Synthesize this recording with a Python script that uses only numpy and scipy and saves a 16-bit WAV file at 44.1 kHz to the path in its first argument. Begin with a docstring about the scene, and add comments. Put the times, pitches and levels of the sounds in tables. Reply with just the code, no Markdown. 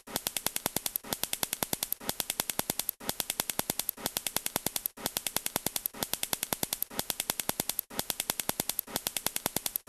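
"""Toy cap revolver in a garden

A plastic cap revolver snaps close by on a brick patio: nine shots a tenth of a second apart, looped
about once a second with a short hush between. Each cap is a noise spurt ringing the frame, with
hammer zing and a resonant puff of gas. Paving and shrubs return decaying noise, the lock clicks, a low
drone of noise and tones swells before each shot, and outdoor hiss lies beneath."""
import sys
import numpy as np
from scipy import signal
from scipy.fft import rfft, irfft
from scipy.io import wavfile

SR = 44100
rng = np.random.default_rng(int(sys.argv[2]) if len(sys.argv) > 2 else 0)


def file_out(sig):
    """Save sig as 16-bit WAV at sys.argv[1]."""
    # one column per channel
    cols = np.atleast_2d(sig).T
    # limit, then scale
    lim = np.clip(cols, -1, 1)
    pcm = np.round(lim * 32767).astype(np.int16)
    wavfile.write(sys.argv[1], SR, pcm)


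N = 435708
T = np.arange(SR) / SR  # one burst: 1 s
HZ = np.maximum(np.arange(SR // 2 + 1), 1.)


def undb(db):
    """Decibels to gain."""
    return 10 ** (np.asarray(db) / 20)


def unit(x):
    """Scale to rms 1."""
    return x / np.sqrt(np.mean(np.square(x)))


def modes(rows):
    """Frequency response of damped resonances; each row: Hz, width in Hz, dB."""
    return sum(undb(db) / (1 + 1j * (HZ ** 2 - hz ** 2) / (HZ * width_hz)) for hz, width_hz, db in rows)


def colour(points):
    """Frequency response through (Hz, dB) points, interpolated over log frequency."""
    hz, db = np.transpose(points)
    return undb(np.interp(np.log(HZ), np.log(hz), db))


def bump(hz, octaves):
    """Bell of height 1 over log frequency."""
    return np.exp(-(np.log2(HZ / hz) / octaves) ** 2)


def noise(response):
    """Noise of rms 1 with the given frequency response."""
    return unit(irfft(rfft(rng.standard_normal(SR)) * response))


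def delay(seconds):
    """Frequency response of a delay."""
    return np.exp(-2j * np.pi * HZ * seconds)


# Nine shots of a burst. Each row: time in the burst in seconds, then levels in dB of crack, gas,
# bark band, edge band, hammer zing, and garden echo (before a fixed 6 dB cut).
SHOTS = [(.0931, 0, 12, -3, -1, 7, -27.5), (.2009, -0.5, 5.5, 3, -0.5, 11, -28.5),
         (.2989, 2.5, -.5, 4, -7, -24, -28.5), (.3976, 3.5, 10.5, -2, -4, 11.5, -28),
         (.4959, 1.5, 1, 3.5, -8.5, 3.5, -31.5), (.593, 2.5, 14, -3, -6.5, 9, -29),
         (.6981, 4.5, 15, -8, -6.5, 9.5, -29.5), (.7946, 1, 0.5, -2, -1.5, 11, -28.5),
         (.8910, -8.5, -14, -2.5, -3.5, 16, -79)]
FIRST_S, LOOP_S, STEPS_PER_S = .06782, .98, 30  # first start, mean period, restart grid
DRONE_DB, OPENING_DB = -58.5, -39  # drone noise peak before later shots, before the first


def scene():
    """Build the burst once and repeat it at each round."""
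    burst = hiss() + lock()
    for k, (at, *charge, echo_db) in enumerate(SHOTS):
        drone_db = DRONE_DB if k else OPENING_DB
        burst = burst + cap(at, *charge) + garden(at, echo_db) + drone(at, drone_db)
    out = np.zeros(N + 2 * SR)  # 1 s margin at each end
    for start in rounds():
        i = SR + round(start * SR)
        out[i:i + SR] += burst
    return out[None, SR:SR + N]


def rounds():
    """Start times of the loop: evenly spaced, each pulled back to a whole step."""
    steps = np.arange(-1, N / SR / LOOP_S) * LOOP_S * STEPS_PER_S
    return FIRST_S + np.floor(steps + .1) / STEPS_PER_S


NULL_HZ, NULL_WIDTH_HZ, NULL_DB = 1223, 317, -2.5  # weakly radiated band; dB of the part subtracted


def cap(at, crack_db, gas_db, bark_db, edge_db, zing_db):
    """Hammer, flash and gas sound in turn, less a band that the gun radiates weakly."""
    # more gas: louder pop
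    pop_db = 1 + 0.61 * gas_db
    shot = zing(zing_db) * delay(-0.00059)
    shot = shot + crack(crack_db, gas_db, bark_db, edge_db) * delay(-0.000346)
    shot = shot + puff(gas_db, pop_db) * delay(0.00029)
    radiated = 1 - modes([(NULL_HZ, NULL_WIDTH_HZ, NULL_DB)])
    return irfft(shot * radiated * delay(at))


# Resonances of the plastic frame and cylinder. Each row: frequency in Hz, width in Hz, level in dB.
FRAME = [(1465, 670, 2.5), (2174, 250, 1.5), (2622, 97, 2), (2938, 195, -1), (3499, 436, 9),
         (4100, 134, 5.5), (4504, 200, 7), (4905, 214, 2.5), (5383, 170, 3), (5820, 130, 3),
         (6350, 214, -1), (6770, 146, 3.5), (7430, 380, -2), (7920, 92, 0.5), (8000, 130, -6),
         (8490, 520, -5.5), (8710, 114, 0.5), (9230, 390, -9), (9360, 150, -7.5), (10500, 100, -6),
         (11400, 350, 0)]
BARK_HZ, CHAMBER_HZ, EDGE_HZ = 2730, 3400, 4490
CHAMBER_DB = 0.83  # chamber ring in every crack


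def crack(crack_db, gas_db, bark_db, edge_db):
    """The flash rings the frame; more gas makes it duller."""
    tilt_db_per_octave = 2.5 - 0.15 * gas_db
    tone_db = tilt_db_per_octave * np.log2(np.maximum(HZ, 1000) / 5000)
    tone_db = tone_db + bark_db * bump(BARK_HZ, 0.35)
    tone_db = tone_db + CHAMBER_DB * bump(CHAMBER_HZ, 0.18)
    tone_db = tone_db + edge_db * bump(EDGE_HZ, 0.51)
    return flash(burn_s=0.00051) * modes(FRAME) * undb(crack_db + tone_db)


def flash(burn_s):
    """Spectrum of a brief turbulent spurt, nearly even in strength at all pitches."""
    spurt = rfft(rng.standard_normal(SR) * T * np.exp(-T / burn_s))
    strength = unit(np.abs(spurt))
    evened = strength / np.hypot(strength, .25)
    return unit(evened) * np.exp(1j * np.angle(spurt))


LOWER_HZ, UPPER_HZ, HAMMER_WIDTH_HZ = 11470, 12030, 310
LOWER_RING_DB = -2  # relative to the upper ring


def zing(zing_db):
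    """Two high resonances of the struck hammer, confined to their own band."""
    rings = modes([(LOWER_HZ, HAMMER_WIDTH_HZ, zing_db + LOWER_RING_DB),
                   (UPPER_HZ, HAMMER_WIDTH_HZ, zing_db)])
    return rings * bump((LOWER_HZ + UPPER_HZ) / 2, 0.31)


def puff(gas_db, pop_db):
    """Escaping gas: low thump and pop, with no treble because it pushes longer than the crack."""
    push = modes([(235, 296, gas_db), (693, 450, pop_db), (866, 50, pop_db - 16.0)])
    return -push / (1 + (HZ / 1600) ** 4)


# Small clicks of the lock. Each row: time in the burst in seconds, level in dB.
TICKS = [(0.533, -22.5), (0.9319, -33)]


def lock():
    """Light clicks of the pawl ring the same frame."""
    clicks = sum(undb(db) * flash(burn_s=0.00016) * delay(at) for at, db in TICKS)
    return irfft(clicks * modes(FRAME))


# Distinct returns from paving and walls. Each row: delay in seconds, dB relative to the diffuse echo.
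RETURNS = [(.011, -1.5), (.0275, -23), (.0372, -16)]
# Colour of the garden echo. Each row: frequency in Hz, relative density in dB per Hz.
ECHO = [(150, -7), (1000, -35), (1600, -6.5), (2600, -1), (3250, 1.5), (3900, -3), (5500, 1), (6500, 3),
        (7700, 6.5), (8600, 7), (9600, 7.5), (11000, 5.5), (12400, 8)]


def garden(at, db, t60_s=0.23, build_s=0.0012, return_s=0.0029):
    """Paving and leaves scatter a bright decaying echo, with a few distinct returns in it."""
    age_s = np.maximum(T - at, 0)
    returns = sum(undb(gain_db) * np.exp(-((age_s - lag_s) / return_s) ** 2) for lag_s, gain_db in RETURNS)
    build = 1 - np.exp(-age_s / build_s)
    fade = np.exp(-np.log(1000) * age_s / t60_s)
    return undb(db - 6.0) * build * fade * (1 + returns) * noise(colour(ECHO))


# Resonances of the low outdoor drone. Each row: frequency in Hz, width in Hz, relative level in dB.
DRONE = [(71, 150, -12), (258, 40, 3), (400, 170, -5.5), (562, 110, -10.5), (690, 35, -13), (805, 15, 1),
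         (980, 43, -5), (1227, 124, -7.5), (1860, 120, -11), (2480, 150, -39)]
# Steady tones in the drone. Each row: frequency in Hz, dB relative to the drone noise.
HUM = [(210, -8), (422, -10), (940, -13.5)]


def drone(at, db, rise_db_per_s=115, drop_s=0.00039):
    """Resonant noise and sine tones swell in the gap before a shot and drop away as it fires."""
    swell = undb(-rise_db_per_s * np.maximum(at - T, 0))
    drop = np.exp(-np.maximum(T - at, 0) / drop_s)
    gap = np.clip((T - at + .0905) / 0.0052, 0, 1)  # opens 90.5 ms before the shot
    hum = 0
    for hz, tone_db in HUM:
        hum = hum + undb(tone_db) * unit(np.sin(2 * np.pi * (hz * T + rng.random())))
    return undb(db) * swell * drop * gap * (noise(modes(DRONE)) + hum)


# Colour of the outdoor hiss. Each row: frequency in Hz, relative density in dB per Hz.
AIR = [(30, 11), (90, -5), (220, -8), (420, -1), (800, -5), (1500, -5.5), (3000, -5.5), (5000, -6),
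       (8000, -5), (12000, -1.5)]
HISS_DB, HUSH_DB = -48, -3  # level in the burst, change after the last shot
HISS_ATTACK_S, FADE_AT_S, FADE_DB_PER_S = .003, 0.94, 907


def hiss():
    """Even outdoor noise that drops after the last shot, then fades fast at the end of the burst."""
    hush_db = HUSH_DB * (T > SHOTS[-1][0])
    fade_db = -FADE_DB_PER_S * np.maximum(T - FADE_AT_S, 0)
    attack = np.minimum(T / HISS_ATTACK_S, 1)
    return undb(HISS_DB + hush_db + fade_db) * attack * noise(colour(AIR))


CEILING, TOP_HZ = .5, 12480  # full scale, low-pass cutoff


def record(dry):
    """Saturation rounds the highest peaks; a steep low-pass cuts the top."""
    rounded = CEILING * np.tanh(dry / CEILING)
    low_pass = signal.firwin(601, TOP_HZ, fs=SR, window=("kaiser", 7))
    return signal.fftconvolve(rounded, low_pass[None], mode="same", axes=1)


dry = scene()
out = record(dry)
file_out(out)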